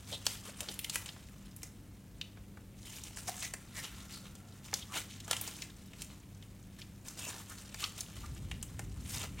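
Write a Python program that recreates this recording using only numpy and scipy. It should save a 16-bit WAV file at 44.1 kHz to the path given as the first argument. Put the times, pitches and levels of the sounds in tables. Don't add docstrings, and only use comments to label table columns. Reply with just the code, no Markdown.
import sys
import numpy as np
from scipy import signal
from scipy.fft import rfft, irfft, next_fast_len
from scipy.io import wavfile

SR = 44100
rng = np.random.default_rng(int(sys.argv[2]) if len(sys.argv) > 2 else 0)


def generate_wav(signal):
    frames = np.transpose(np.atleast_2d(signal))
    scaled = np.clip(frames, -1, 1) * 32767
    pcm = np.round(scaled).astype(np.int16)
    wavfile.write(sys.argv[1], SR, pcm)


N = 414540

# start in seconds, length in seconds, crackle level in dB,
# hollow rustle and sticky fizz in dB re the crackle.
PEEL_EVENTS = [ (0.089, 0.054, -57, -5, 4), (0.285, 0.08, -55.5, -9, 2), (0.452, .035, -56, -0.5, 1.5),
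               (0.606, 0.029, -59, 3, 4), (0.673, .05, -59, -11, 4), (0.793, 0.023, -66, -11, -2),
               (0.936, 0.033, -52, -19, 4.5), (1.003, 0.093, -61, -3.5, -2), (1.615, 0.047, -69, -8, 4),
               (2.865, 0.13, -58.5, -6, 2.5), (3.038, 0.045, -61, -8, 2.5), (3.171, 0.013, -54.5, -3, 7.5),
               (3.276, 0.016, -51, -3, 6), (3.357, 0.071, -57.5, -7.5, 7), (3.425, 0.023, -47.5, -9, 2),
               (3.763, 0.039, -56.5, 1, 6), (3.837, 0.018, -46.5, -5, -7.5), (3.967, 0.049, -58, -11, -8),
               (4.11, 0.039, -59, -3, 6.5), (4.259, .01, -56, -4.5, -1), (4.645, 0.016, -60, -2, 4.5),
               (4.739, 0.061, -56, -6.5, -1), (4.95, 0.037, -44, -3, -1), (5.11, 0.023, -53.5, -23, -7),
               (5.304, 0.031, -51, 2.5, 3), (5.394, 0.12, -55.5, -7, 0), (5.567, 0.071, -60.5, -3.5, 5.5),
               (5.985, 0.061, -62.5, -2.5, 4), (6.102, 0.0084, -56.5, -7, -6),
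               (6.794, 0.027, -61, -8, -2.5), (7.07, 0.022, -64, 5, 11.5), (7.193, 0.047, -51.5, -4, 3.5),
               (7.278, 0.014, -56.5, 4.5, 9), (7.338, 0.064, -62.5, 5.5, 7.5),
               (7.503, 0.01, -61.5, 4, 11.5), (7.591, 0.032, -64, -1, 7), (7.806, 0.046, -48, -8, -1.5),
               (7.98, 0.012, -52.5, -4, 4.5), (8.158, 0.0089, -61, 0, 4), (8.193, 0.073, -61, -5, -2.5),
               (9.091, 0.072, -53.5, -5, 6), (9.163, 0.077, -50, -3.5, 0), (9.39, 0.0085, -50.5, -5, -10)]
# time in seconds, reference level in dB for faint crackle and small pops.
KNEADING_CURVE = [(0.0, -57.5), (0.94, -55), (1.28, -60), (2.04, -70), (2.77, -68), (3.03, -62.5),
                  (3.35, -52), (3.59, -61), (4.03, -56), (4.37, -64.5), (5.44, -55), (5.68, -60.5),
                  (6.39, -66.5), (7.1, -65.5), (7.2, -58), (7.91, -55.5), (8.61, -61), (9.4, -58)]
# frequency in Hz, relative gain in dB.
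HOLLOW_SPECTRUM = [(300, 6), (500, -0.5), (760, -2.5), (1000, 0), (1300, 0), (1800, -3), (2300, -24)]
CRACKLE_SPECTRUM = [(1400, -41), (2000, 1), (3000, 4.5), (4000, 1), (5000, -9.5), (6500, -7)]
FIZZ_SPECTRUM = [(3800, -11), (5200, -0.5), (7500, 1), (9000, 0.5), (11000, -6.5), (15500, -5.5)]
TICK_SPECTRUM = [(900, -8), (12000, 0)]
# time in seconds, pocket pitch in Hz, pocket level in dB,
# film snap pitch in Hz, snap level in dB, thud level in dB.
POP_EVENTS = [(0.1275, 3590, -40, 6100, -48, -51), (0.2548, 3400, -50, 9000, -46, -57),
              (0.2662, 3400, -29.5, 6100, -27.5, -36.5), (0.6058, 3120, -39, 7600, -36, -58),
              (0.6863, 3680, -36, 5200, -53, -47), (0.741, 3300, -54, 9000, -47, -66),
              (0.791, 3120, -39.5, 11200, -37, -63), (0.8447, 2910, -35.5, 8500, -40.5, -64),
              (0.897, 4000, -37, 6770, -35.5, -54), (0.945, 3500, -51, 8500, -39, -56),
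              (0.957, 2840, -33, 7900, -32, -35), (1.06, 2950, -45.5, 6800, -44.5, -60),
              (1.089, 3030, -40.5, 6200, -67, -55), (1.163, 2320, -66, 6000, -68, -52),
              (1.5636, 2210, -74, 10100, -47.5, -76), (1.6317, 2100, -51, 7100, -40.5, -55),
              (2.213, 3020, -35.5, 5400, -47, -58), (2.3726, 1490, -67, 7500, -77, -54),
              (2.5718, 1190, -57, 7700, -66, -54), (3.037, 2870, -55, 6860, -42, -68),
              (3.071, 2880, -52, 6800, -55, -60), (3.172, 2030, -55, 6800, -45, -47),
              (3.2831, 1320, -47, 6500, -42, -42), (3.5376, 1900, -43, 6800, -38, -43.5),
              (4.353, 3000, -62, 6900, -52, -62), (4.73, 4600, -55, 5800, -59, -37.5),
              (4.7398, 4540, -32.5, 6200, -29, -45), (5.202, 3420, -48, 6000, -49, -72),
              (5.279, 2600, -61, 6500, -47, -45), (5.311, 3300, -30.5, 7000, -29, -33),
              (5.33, 2850, -32, 5500, -39, -38.5), (5.3663, 3160, -39.5, 7100, -40, -54),
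              (5.4126, 3500, -50, 12000, -35, -53), (5.476, 4830, -46, 6070, -38.5, -47.5),
              (5.6208, 2630, -41, 5930, -41, -57), (5.934, 2400, -52, 6000, -58, -56),
              (6.0193, 2920, -46, 7160, -39.5, -71), (6.425, 3000, -53.5, 6200, -62, -67),
              (6.8167, 3400, -45.5, 5840, -66, -73), (7.084, 4540, -62, 6340, -42, -66),
              (7.744, 2160, -48, 5570, -43.5, -46.5), (7.8398, 3640, -29.5, 5100, -47, -53),
              (8.0067, 5000, -40, 7560, -37, -66), (8.5136, 2670, -38, 6760, -48.5, -49),
              (8.6274, 3100, -47, 7400, -38, -53), (8.793, 1810, -54, 7240, -42.5, -42)]
# peak time in seconds, pitch in Hz, first resonance's width in Hz,
# level in dB, half length in seconds.
SQUELCH_EVENTS = [(0.135, 520, 500, -47, 0.011), (0.143, 3530, 700, -41.5, 0.015),
                  (0.49, 505, 300, -51.5, 0.0079), (.625, 600, 350, -54, 0.012),
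                  (0.699, 444, 303, -52.5, 0.014), (2.884, 3100, 350, -57, 0.019),
                  (3.441, 2020, 400, -46.5, 0.013), (3.785, 1940, 303, -47.5, 0.023),
                  (3.858, 2940, 450, -51.5, 0.018), (4.051, 1364, 90, -69, 0.36),
                  (4.156, 4320, 900, -52.5, 0.026), (4.472, 726, 70, -70, .08),
                  (4.826, 3470, 600, -47.5, .008), (4.925, 1150, 300, -50, 0.016),
                  (7.248, 2690, 200, -49.5, 0.024), (7.518, 1390, 450, -52, .012),
                  (7.841, 1200, 350, -42, 0.0072), (8.245, 1140, 250, -49, 0.0062),
                  (9.245, 575, 300, -51, .009), (9.39, 2380, 600, -50, 0.0085)]
# frequency in Hz, relative gain in dB.
ROOM_SPECTRUM = [(200, -2), (800, 3), (3300, 1), (8000, 1), (16000, 6.5)]
# frequency in Hz, side level in dB re the mid.
SIDE_SPECTRUM = [(200, -17), (600, -15), (2500, -19), (5000, -13.5), (9000, -12.5), (20000, -5)]
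# frequency in Hz, relative gain in dB.
FAN_SPECTRUM = [(22, -15), (43, -2), (85, -2.5), (150, -2), (250, -7), (400, -16.5), (700, -23.5),
                (1200, -29.5), (2000, -30.5), (4000, -35.5), (8000, -36), (11000, -36), (15500, -37)]
RUMBLE_SPECTRUM = [(28, -27), (48, -2.5), (65, -4), (85, -3.5), (150, -9.5), (250, -17), (400, -28.5),
                   (700, -44)]
# frequency in Hz, rms level in dB, waver in dB.
HUM_LINES = [(50, -67.5, 1), (63.2, -67.5, -4), (99.6, -58.5, 2.5), (196.6, -62, 1.5), (299.7, -74, 0)]
# time in seconds, level in dB.
RUMBLE_CURVE = [(0, -71), (8.05, -65), (8.2, -47.5), (8.58, -43.5), (8.7, -51), (8.85, -43.5), (9.1, -46),
                (9.4, -45.5)]


def peeling(busy_threads_per_s=2600, busy_db=-56, clump_db=2.5, fold_db=4):
    hollow_gain, crackle_gain, fizz_gain = peel_gains()
    per_s = busy_threads_per_s * np.sqrt(crackle_gain / from_db(busy_db))
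    clumps = from_db(clump_db * drift(rate_hz=55))
    folds = np.zeros(N)
    for hz in np.geomspace(500, 13000, 22):
        opening = from_db(fold_db * drift(rate_hz=22))
        folds += resonance(thread_snaps(per_s / 2, opening) + 1e-18, hz, q=6)
    snaps = thread_snaps(per_s, clumps) + from_db(1.5) * folds * clumps
    ticks = rms_one(coloured(cell_ticks(), TICK_SPECTRUM))
    excitation = rms_one(snaps) + from_db(-7) * ticks
    hollow = hollow_gain * rms_one(coloured(excitation, HOLLOW_SPECTRUM))
    crackle = crackle_gain * rms_one(coloured(excitation, CRACKLE_SPECTRUM))
    fizz = fizz_gain * rms_one(coloured(excitation, FIZZ_SPECTRUM))
    return hollow + crackle + fizz


def peel_gains(kneading_mix_db=(-9, -8, -7.5), release_s=0.024):
    t = np.arange(0, N, 40) / SR
    power = from_db(curve_at(t, KNEADING_CURVE) + np.array(kneading_mix_db)[:, None]) ** 2
    for start_s, length_s, db, hollow_db, fizz_db in PEEL_EVENTS:
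        attack_s = 0.0044 + 0.38 * length_s
        rise = np.minimum(t - start_s, 0) / attack_s
        fall = np.maximum(t - start_s - length_s, 0) / release_s
        gains = from_db(db + np.array([[hollow_db], [0], [fizz_db]]))
        power += (gains * np.exp(rise - fall)) ** 2
    return [np.interp(np.arange(N) / SR, t, np.sqrt(layer)) for layer in power]


def thread_snaps(per_s, clumps, spread_db=-0.5):
    snapped = rng.random(N) < per_s / SR
    sizes = from_db(spread_db * np.minimum(rng.exponential(1, N), 4)) * rng.choice([-1, 1], N)
    return rms_one(snapped * sizes * clumps / np.sqrt(per_s))


def cell_ticks(count=1500, tear_s=0.001):
    out, t = np.zeros(N + SR), np.arange(SR // 50) / SR
    for when, pitch, smallness in rng.random((count, 3)):
        tear = rng.standard_normal(len(t)) * np.exp(-t / tear_s)
        tick = resonance(tear, hz=900 * 14 ** pitch, q=3)
        at = int(when * N)
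        out[at:at + len(t)] += burst_at_db(tick, -3 * np.log(0.05 + smallness))
    return rms_one(out[:N])


def pops(slack_tear_s=0.0052, taut_above_db=-45, creak_db=-22, creak_s=0.002):
    out, lead = np.zeros(N + SR), SR // 100
    t = np.arange(-lead, SR // 20) / SR
    for time_s, pocket_hz, pocket_db, snap_hz, snap_db, thud_db in POP_EVENTS:
        excess_db = max(max(pocket_db, snap_db, thud_db) - taut_above_db, 0)
        tear_s = slack_tear_s * from_db(-0.16 * excess_db)
        creak = from_db(creak_db) * np.exp(-abs(t) / creak_s)
        strain = np.where(t < 0, creak, np.exp(-abs(t) / tear_s))
        tear = rng.choice([-1, 1], (3, len(t))) * strain
        tear[:, lead] += 2.5 * np.array([1, -1, 1])
        pocket = resonance(resonance(tear[0], pocket_hz, q=2.8), pocket_hz, q=1, order=2)
        snap = resonance(tear[1], snap_hz, q=1.64, order=2)
        thud = resonance(tear[2], hz=800, q=0.52, order=2)
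        crack = film_crack(t)
        at = int(time_s * SR) - lead
        for burst, db in (pocket, pocket_db), (snap, snap_db), (thud, thud_db), (crack, snap_db - 11):
            out[at:at + len(t)] += burst_at_db(burst, db)
    return out[:N]


def film_crack(t, decay_s=0.0016):
    tear = rng.choice([-1, 1], len(t)) * (t >= 0) * np.exp(-abs(t) / decay_s)
    return resonance(tear, hz=13500, q=1.6, order=2)


def plop(time_s=3.2918, pitch_hz=730, peak_db=-29.5, swell_s=0.0024, decay_s=0.0038):
    t = np.arange(N) / SR - time_s
    log_envelope = np.maximum(np.minimum(t / swell_s, -t / decay_s), -30)
    return from_db(peak_db) * np.exp(log_envelope) * np.sin(2 * np.pi * pitch_hz * t)


def small_pops(per_s=7, low_hz=2200, high_hz=8000, tear_s=0.0043, above_kneading_db=2.5, spread_db=4.5):
    out, t = np.zeros(N + SR), np.arange(SR // 50) / SR
    for when, pitch, size in rng.random((int(per_s * N / SR), 3)):
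        db = curve_at(when * N / SR, KNEADING_CURVE) + above_kneading_db + spread_db * (2 * size - 1)
        tear = rng.standard_normal(len(t)) * np.exp(-t / tear_s)
        pop = resonance(tear, hz=low_hz * (high_hz / low_hz) ** pitch, q=2.5, order=2)
        at = int(when * N)
        out[at:at + len(t)] += burst_at_db(pop, db)
    return out[:N]


def squelches():
    out = np.zeros(N)
    for peak_s, hz, width_hz, db, half_s in SQUELCH_EVENTS:
        span = np.arange(max(int((peak_s - 3 * half_s) * SR), 0), min(int((peak_s + 3 * half_s) * SR), N))
        swell = np.exp(-0.5 * ((span / SR - peak_s) / half_s) ** 2)
        air = resonance(rng.standard_normal(3 * SR)[:len(span)], hz, q=hz / width_hz)
        fold = resonance(air, hz, q=2.2)
        out[span] += from_db(db) * rms_one(fold * swell) * np.sqrt(np.mean(swell ** 2))
    return out


def room(x, scatter_db=-15, scatter_s=0.005, tail_db=-8.5, t60_s=0.35):
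    t = np.arange(int(0.6 * SR)) / SR
    tail = coloured(rng.standard_normal(len(t)), ROOM_SPECTRUM) * from_db(-60 * t / t60_s) * (t > 0.005)
    tail *= from_db(tail_db) / np.linalg.norm(tail)
    scatter = rng.standard_normal(len(t)) * np.exp(-t / scatter_s) * (t > 0.001)
    scatter *= from_db(scatter_db) / np.linalg.norm(scatter)
    return x + signal.fftconvolve(x, scatter + tail)[:N]


def stereo_width(x):
    quadrature = signal.hilbert(x, next_fast_len(N)).imag[:N]
    side = coloured(quadrature * drift(rate_hz=120), SIDE_SPECTRUM)
    return np.array([x + side, x - side])


def fan(level_db=-54.5):
    return from_db(level_db) * diffuse_noise(FAN_SPECTRUM, side_db=-20)


def hum(phase_waver_rad=0.48):
    out, t = np.zeros(N), np.arange(N) / SR
    for hz, db, waver_db in HUM_LINES:
        waver = from_db(waver_db * drift(rate_hz=1.35))
        phase_rad = 2 * np.pi * hz * t + phase_waver_rad * drift(rate_hz=1.8)
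        out += from_db(db) * rms_one(waver * np.sin(phase_rad))
    return out


def rumble():
    level_db = curve_at(np.arange(N) / SR, RUMBLE_CURVE)
    return from_db(level_db) * diffuse_noise(RUMBLE_SPECTRUM, side_db=-24)


def hiss(level_db=-87):
    return from_db(level_db) * rng.standard_normal((2, N))


def diffuse_noise(spectrum, side_db):
    mid, side = [rms_one(coloured(noise, spectrum)) for noise in rng.standard_normal((2, N))]
    return mid + from_db(side_db) * side * np.array([[1], [-1]])


def coloured(x, spectrum):
    hz, db = np.transpose(spectrum)
    size = next_fast_len(x.shape[-1])
    bins_hz = np.maximum(np.fft.rfftfreq(size, 1 / SR), 1)
    skirts = np.minimum(bins_hz / hz[0], 1) ** 2 * np.minimum(hz[-1] / bins_hz, 1) ** 2
    gain = from_db(np.interp(np.log(bins_hz), np.log(hz), db)) * skirts
    return irfft(rfft(x, size) * gain, size)[..., :x.shape[-1]]


def resonance(x, hz, q, order=1):
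    edge_ratio = np.exp(np.arcsinh(0.5 / q))
    edges_hz = [min(hz / edge_ratio, 0.35 * SR), min(hz * edge_ratio, 0.45 * SR)]
    return signal.sosfilt(signal.butter(order, edges_hz, "band", fs=SR, output="sos"), x)


def drift(rate_hz, hop=40, settle_steps=2000):
    pole = np.exp(-2 * np.pi * rate_hz * hop / SR)
    noise = rng.standard_normal(N // hop + settle_steps + 2)
    slow = signal.lfilter([1], [1, -2 * pole, pole * pole], noise)[settle_steps:]
    return np.interp(np.arange(N) / hop, np.arange(len(slow)), rms_one(slow))


def burst_at_db(x, db):
    return from_db(db) * x * np.sqrt(0.005 * SR / (np.sum(x ** 2) + 1e-20))


def curve_at(time_s, curve):
    return np.interp(time_s, *np.transpose(curve))


def from_db(db):
    return 10 ** (np.asarray(db) / 20)


def rms_one(x):
    return x / np.sqrt(np.mean(x ** 2) + 1e-20)


def scene():
    slime = stereo_width(room(pops() + plop() + squelches() + peeling() + small_pops()))
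    background = fan() + hum() + rumble() + hiss()
    return (slime + background) * from_db([[0.25], [-0.25]])


def record(dry):
    cutoff_hz = 16000
    return signal.sosfilt(signal.ellip(10, 0.1, 70, cutoff_hz, fs=SR, output="sos"), dry, axis=-1)


dry = scene()
out = record(dry)
generate_wav(out)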